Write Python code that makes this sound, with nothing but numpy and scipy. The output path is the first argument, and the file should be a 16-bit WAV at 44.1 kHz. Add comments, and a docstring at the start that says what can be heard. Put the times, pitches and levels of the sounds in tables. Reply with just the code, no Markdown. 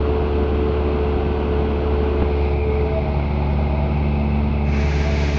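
"""Inside a small high-wing aircraft in cruise, a four-cylinder engine and its two-blade propeller drone in rushing air.
The drone and its buzz are harmonics locked to one firing phase; the rush is shaped noise that pulses with that phase.
A hand-held microphone at a side window swings round, is bumped (decaying modes), and crosses the standing waves,
so the drone changes colour while a howl (narrow resonant noise) comes in swells.
At last the microphone comes close to a hissing draught at the window edge, which is bright shaped noise."""
import sys
import numpy as np
from scipy import signal
from scipy.fft import rfft, irfft
from scipy.io import wavfile

SR = 44100
rng = np.random.default_rng(int(sys.argv[2]) if len(sys.argv) > 2 else 0)


def dump(signal):
    """Clip the signal to [-1, 1] and save it as 16-bit WAV at the path in sys.argv[1]."""
    limited = np.clip(np.atleast_2d(signal).T, -1, 1)
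    pcm = np.round(limited * 32767).astype(np.int16)
    wavfile.write(sys.argv[1], SR, pcm)


N = 237610

# firing and blade rate: start, linear sag, rms wander as a share of the rate
START_HZ, SAG_HZ_PER_S, WANDER = 72.76, .15, .0012
# the microphone swings from the side window into the cabin: middle and length of the swing
TURN_S, TURN_LENGTH_S = 2.306, 0.55
# the microphone reaches the window edge: middle and length of the approach
EDGE_S, APPROACH_S = 4.695, .17


def undb(db):
    """Logarithmic level: 20 dB is a factor of ten in amplitude."""
    return 10 ** (np.asarray(db) / 20)


def ease(middle_s, length_s):
    """Gradual transition: half a sine period carries a control from 0 to 1."""
    part = np.clip((np.arange(N) / SR - middle_s) / length_s, -.5, .5)
    return .5 + .5 * np.sin(np.pi * part)


def swell(middle_s, half_width_s):
    """Gaussian envelope: a bell-shaped rise to 1 and back, at 1/e one half-width from its middle."""
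    return np.exp(-((np.arange(N) / SR - middle_s) / half_width_s) ** 2)


def walk(rate_hz):
    """Low-passed random process: smooth chance of rms 1, changing about rate_hz times a second."""
    hz = np.fft.rfftfreq(N, 1 / SR)
    slow = irfft(rfft(rng.standard_normal(N)) / (1 + (hz / rate_hz) ** 4), N)
    return slow / slow.std()


def tone(phase, flutter, rate_hz):
    """Propagation through turbulence: a line of rms near 1 flutters in size and phase."""
    path = 1 + flutter * (walk(rate_hz) + 1j * walk(rate_hz))
    return np.sqrt(2) * np.real(path * np.exp(1j * phase))


# reflections off the close walls ripple the spectrum: rms depth, spacing, frequency of full depth
RIPPLE_DB, RIPPLE_STEP_HZ, RIPPLE_FROM_HZ = 1.5, 36, 700


def air(spectrum):
    """Broadband turbulence: noise of a given spectral density, falling beyond both ends, rippled by reflections."""
    hz = np.fft.rfftfreq(N, 1 / SR) + 1e-9
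    points, db = np.transpose(spectrum)
    ends = np.minimum(hz / points[0], 1) ** 2 * np.minimum(points[-1] / hz, 1) ** 20
    grid = np.arange(0, SR / 2, RIPPLE_STEP_HZ)
    strands = np.interp(hz, grid, rng.standard_normal(len(grid)))
    ripple = RIPPLE_DB * np.minimum(hz / RIPPLE_FROM_HZ, 1) ** 2 * strands
    gain = undb(np.interp(np.log(hz), np.log(points), db) + ripple) * ends
    # white noise of rms 1 has density 1 / (SR / 2), so this scale makes the table dB per Hz
    return irfft(rfft(rng.standard_normal(N)) * gain, N) * np.sqrt(SR / 2)


def resonance(hz, width_hz):
    """Resonance excited by noise: two equal peak filters in cascade, each 2 * width_hz wide, rms 1."""
    b, a = signal.iirpeak(hz, hz / width_hz / 2, fs=SR)
    once = signal.lfilter(b, a, rng.standard_normal(N))
    ringing = signal.lfilter(b, a, once)
    return ringing / ringing.std()


def wavering(hz, width_hz, waver_hz):
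    """Frequency modulation: the centre of a narrow resonance wanders by waver_hz rms with the airflow."""
    drift = 2 * np.pi * np.cumsum(waver_hz * walk(5)) / SR
    return np.real(signal.hilbert(resonance(hz, width_hz)) * np.exp(1j * drift))


# nodes (-) and antinodes (+) of the cabin's standing waves that the microphone drifts through:
# [harmonic number, t/s, half-width/s, level change/dB]
STANDING_WAVES = [(5, 1, 0.56, 2), (3, 0.98, 0.43, 3), (3, 2.6, 0.16, -6.5), (6, 2.74, 0.17, 4.5),
                  (6, 3.71, 0.79, -12), (2, 4.02, 0.29, 2.5), (3, 4.38, 0.48, 5.5), (3, 4.92, 0.065, -8.5),
                  (6, 4.86, 0.18, 4.5), (3, 2.6, 0.28, 2.5), (5, 1.7, .25, -4), (5, 2.72, .07, -3.5),
                  (5, 4.45, 0.17, -4), (1, 1.33, .16, -1.5), (1, 3.03, 0.18, -2.6), (1, 5.05, .3, 0.9)]


def harmonic_db(order, side_db, turned_db, change_s, length_s):
    """Standing-wave field: the level of a harmonic depends on where the microphone is."""
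    waves = sum(db * swell(s, width) for k, s, width, db in STANDING_WAVES if k == order)
    return side_db + (turned_db - side_db) * ease(change_s, length_s) + waves


# as the microphone crosses the cabin the upper harmonics slip behind: distance, middle and length of the move
TRAVEL_M, TRAVEL_S, TRAVEL_LENGTH_S = 0.76, 3.34, 3
# harmonics of the firing rate, each changing over at its own point of the swing, before the standing waves:
# [harmonic number, level at the side/dB, level turned/dB, middle of change t/s, length of change/s]
DRONE = [(1, -21.5, -20.5, 1.9, 1.4), (2, -40, -27.5, 2.55, 1.4), (3, -36, -31, 3.12, 0.53),
         (5, -30, -36.5, 2.62, 0.21), (6, -26.5, -35.5, 3.16, 0.18)]


def drone(firing_phase, spread_rad=0.63, flutter=0.036):
    """Fourier synthesis of exhaust beats and blade passes: low harmonics roughly line up in one pressure dip a cycle."""
    first, *upper = DRONE
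    travel = ease(TRAVEL_S, TRAVEL_LENGTH_S)
    out = undb(harmonic_db(*first)) * tone(firing_phase, flutter=0.016, rate_hz=2.3)
    for order, *levels in upper:
        above = order - 1
        # the cabin smears the higher harmonics more
        scatter = spread_rad * above * rng.standard_normal()
        lag = 2 * np.pi * above * START_HZ * TRAVEL_M / 343 * travel  # 343 m/s: speed of sound
        line = tone(order * firing_phase + scatter - lag, flutter=flutter * above, rate_hz=6)
        out += undb(harmonic_db(order, *levels)) * line
    return -out  # crests become dips


# weaker lines; unequal cylinders put some between the harmonics of the firing rate:
# [quarters of the firing rate, rounded when played; level at the side/dB, turned/dB, at the window edge/dB]
OVERTONES = [(9, -49, -44, -35.5), (14, -48.5, -50, -46), (16, -39, -44.5, -39), (17, -45.5, -49, -45),
             (22, -42.5, -49.5, -42), (26, -50, -52.5, -57), (28, -44, -45.5, -55), (32, -44, -48.5, -50),
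             (36, -47.5, -47, -41), (40, -43.5, -48, -53.5), (44, -48.5, -46.5, -51),
             (48, -50, -46.5, -45.5), (52, -55.5, -53, -50), (56, -54.5, -55.5, -59.5), (64, -51, -59, -56),
             (68.56, -52.5, -56, -63.5), (83.4, -53.5, -66.5, -63)]


def overtones(firing_phase, turn, near):
    """Periodicity of the four-firing engine cycle: the buzz lies on multiples of a quarter of the firing rate."""
    out = np.zeros(N)
    for quarters, side_db, turned_db, edge_db in OVERTONES:
        start = 2 * np.pi * rng.random()
        level_db = side_db + turn * (turned_db - side_db) + near * (edge_db - turned_db)
        out += undb(level_db) * tone(np.round(quarters) * firing_phase / 4 + start, flutter=.25, rate_hz=5.3)
    return out


# cabin resonances that stand out after the turn, before RUSH_DB: [f/Hz, width/Hz, level/dB]
PANELS = [(637, 45, -42.5), (776, 45, -42.5), (2526, 35, -49)]


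def panels():
    """Forced resonance: cabin modes ring under the noise of the slipstream."""
    return sum(undb(db) * resonance(hz, width) for hz, width, db in PANELS)


def boom():
    """Cabin resonance: a narrow mode swells as the microphone passes the middle of the window."""
    passing = ease(2.93, 0.18) * (1 - ease(4.07, 0.18))
    return undb(-37.5) * passing * wavering(824, 32, waver_hz=25.06)


# air rushing past the cabin at the side window, before RUSH_DB: [f/Hz, level/dB per Hz]
RUSH_SIDE = [(20, -62), (45, -48.5), (110, -48.5), (230, -49), (480, -57.5), (750, -57.5), (1100, -62.5),
             (1500, -67), (1750, -76), (2650, -70), (3500, -79.5), (4300, -82.5), (4750, -88.5),
             (6200, -101)]
# the same air after the turn, before RUSH_DB: [f/Hz, level/dB per Hz]
RUSH_TURNED = [(20, -59), (50, -48.5), (115, -46.5), (185, -50.5), (280, -55), (490, -59), (820, -58.5),
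               (1050, -66), (1400, -69.5), (1830, -79.5), (2150, -67), (2620, -71.5), (2900, -77),
               (4100, -81.5), (5200, -91.5), (6200, -103)]


def slipstream(turn):
    """Boundary-layer noise on skin and windows: an equal-power crossfade follows the turning microphone."""
    turned = air(RUSH_TURNED) + panels()
    return np.sqrt(1 - turn) * air(RUSH_SIDE) + np.sqrt(turn) * turned + boom()


# overall gain of the rush, and its fade once the microphone leans away
RUSH_DB, RUSH_FADE_FROM_S, RUSH_FADE_DB_PER_S = -2, 3.44, 1
# the window frame shields the microphone from the hiss of the rush: [t/s, half-width/s, level change/dB]
SHADOWS = [(2.62, 0.09, -2.5), (4.65, 0.045, -1.5)]
# pulsing of the air noise with the engine: [multiple of firing rate, depth in the roar, depth in the hiss]
THROBS = [(.25, .03, .03), (.5, .08, .035), (1, .06, .075), (2, .08, .035), (3, .04, .02)]


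def rush(firing_phase, turn, split_hz=950):
    """Amplitude modulation: roar and hiss pulse with the engine cycle, each shaft turn and each blade's wash."""
    wind = slipstream(turn)
    roar = signal.sosfiltfilt(signal.butter(4, split_hz, fs=SR, output="sos"), wind)
    shadow_db = sum(db * swell(s, width) for s, width, db in SHADOWS)
    hiss = (wind - roar) * undb(shadow_db)
    throb = sum(np.cos(k * firing_phase) * (low * roar + high * hiss) for k, low, high in THROBS)
    fade_db = RUSH_FADE_DB_PER_S * np.maximum(np.arange(N) / SR - RUSH_FADE_FROM_S, 0)
    return undb(RUSH_DB - fade_db) * (roar + hiss + throb)


def ringing_hiss(turn, near):
    """Resonances of the airflow: broad rings join in the cabin, by the window frame, and at its edge."""
    cabin = turn * undb(-55) * resonance(2310, 200)
    # a bright surge as the microphone swings past the window frame
    frame = undb(-42.5) * swell(2.56, 0.24) * resonance(2387, 100)
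    # a higher ring joins in as the camera tilts down
    tilted = undb(-46.5) * ease(3.92, 0.56) * resonance(2615, 74)
    edge = np.sqrt(near) * undb(-39) * resonance(2230, 210)
    return cabin + frame + tilted + edge


# camera body modes, relative to one another: [f/Hz, level/dB, t60/s]
BODY = [(50, -7, .1), (115, -1, .07), (195, 0, .06), (280, -3, .04), (620, -13, .02), (840, -3.5, .025),
        (1300, -18, .015), (1850, -20, .015)]


def body_ring(age):
    """Modal decay: each mode of the camera body rings as a sine that falls 60 dB in its t60."""
    return sum(undb(db - 60 * age / t60) * np.sin(2 * np.pi * hz * age) for hz, db, t60 in BODY)


# dry scuff of the fingers for a 0 dB bump, before its decay: [f/Hz, level/dB per Hz]
SCUFF = [(300, -51), (900, -51), (1700, -57), (3000, -62), (4500, -74)]


def finger_scuff(age, t60_s=.035):
    """Friction noise: a shaped burst dies away exponentially."""
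    return undb(-60 * age / t60_s) * air(SCUFF)


# bumps of the hand on the camera: [t/s, peak level of the ring/dB, contact time/s]
BUMPS = [(2.2208, -4.8, .0009), (2.2248, -17, .0004), (2.2365, -21, .004)]


def bumps():
    """Impact excitation: a soft contact rings the camera body for a moment, with a brief scuff."""
    out = np.zeros(N)
    for s, peak_db, contact_s in BUMPS:
        age = np.maximum(np.arange(N) / SR - s, 0)
        push = 1 - np.exp(-(age / contact_s) ** 2)  # flesh pushes gradually
        ring = push * body_ring(age)
        scuff = push * finger_scuff(age)
        out += undb(peak_db) * (ring / np.abs(ring).max() + scuff)
    return out


# swells of the howl: [t/s, peak of the rms envelope/dB]
HOWLS = [(2.519, -41), (3.0, -31), (3.42, -41), (3.77, -32.5), (4.161, -39.5), (4.85, -43), (5.14, -34)]


def howl():
    """Flow-excited resonance: a narrow, wavering howl comes in swells of 0.13 s half-width."""
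    swells = sum(undb(db) * swell(s, 0.13) for s, db in HOWLS)
    return swells * wavering(645, 13, waver_hz=9)


def gusts():
    """Unsteady flow: the level of the draught varies by 0.8 dB rms."""
    return undb(.8 * walk(9))


# finest hiss of the gap, heard in full only right in front of it: [f/Hz, level/dB per Hz]
JET = [(2900, -73), (3800, -74), (5000, -76.5), (6800, -85), (7800, -101.5)]


def gap_jet(near):
    """Directivity of a jet: bright in front of the gap, duller when the swing grazes it from the side."""
    jet = air(JET) * gusts()
    off_axis = signal.sosfilt(signal.butter(8, 4800, fs=SR, output="sos"), jet)
    return jet * near * ease(4.85, 1) + off_axis * undb(-10) * swell(2.43, .13)


# draught at the window edge: [f/Hz, level/dB per Hz]
DRAUGHT = [(1100, -74), (1480, -70), (1640, -64.5), (1830, -70.5), (2150, -67), (2620, -71), (2900, -87),
           (4000, -80), (6500, -84.5)]


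def draught(near):
    """Turbulent leakage flow: gusty hiss at the window edge, brighter as the microphone closes in."""
    return air(DRAUGHT) * near * gusts() + gap_jet(near)


def scene():
    """Phase locking: one firing phase drives the drone, its buzz and the pulsing of the air."""
    t = np.arange(N) / SR
    firing_hz = (START_HZ - SAG_HZ_PER_S * t) * (1 + WANDER * walk(4.7))
    firing_phase = 2 * np.pi * np.cumsum(firing_hz) / SR
    turn = ease(TURN_S, TURN_LENGTH_S)
    near = ease(EDGE_S, APPROACH_S)
    engine = drone(firing_phase) + overtones(firing_phase, turn, near)
    flow = rush(firing_phase, turn) + ringing_hiss(turn, near) + howl() + draught(near)
    return (engine + flow + bumps())[None]


def record(dry):
    """Band limitation: the sound fades in over 6 ms, and the small camera cuts the treble above 8400 Hz."""
    opening = np.minimum(np.arange(N) / SR / .006, 1)
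    return signal.sosfilt(signal.ellip(8, .2, 70, 8400, fs=SR, output="sos"), dry * opening)


dry = scene()
out = record(dry)
dump(out)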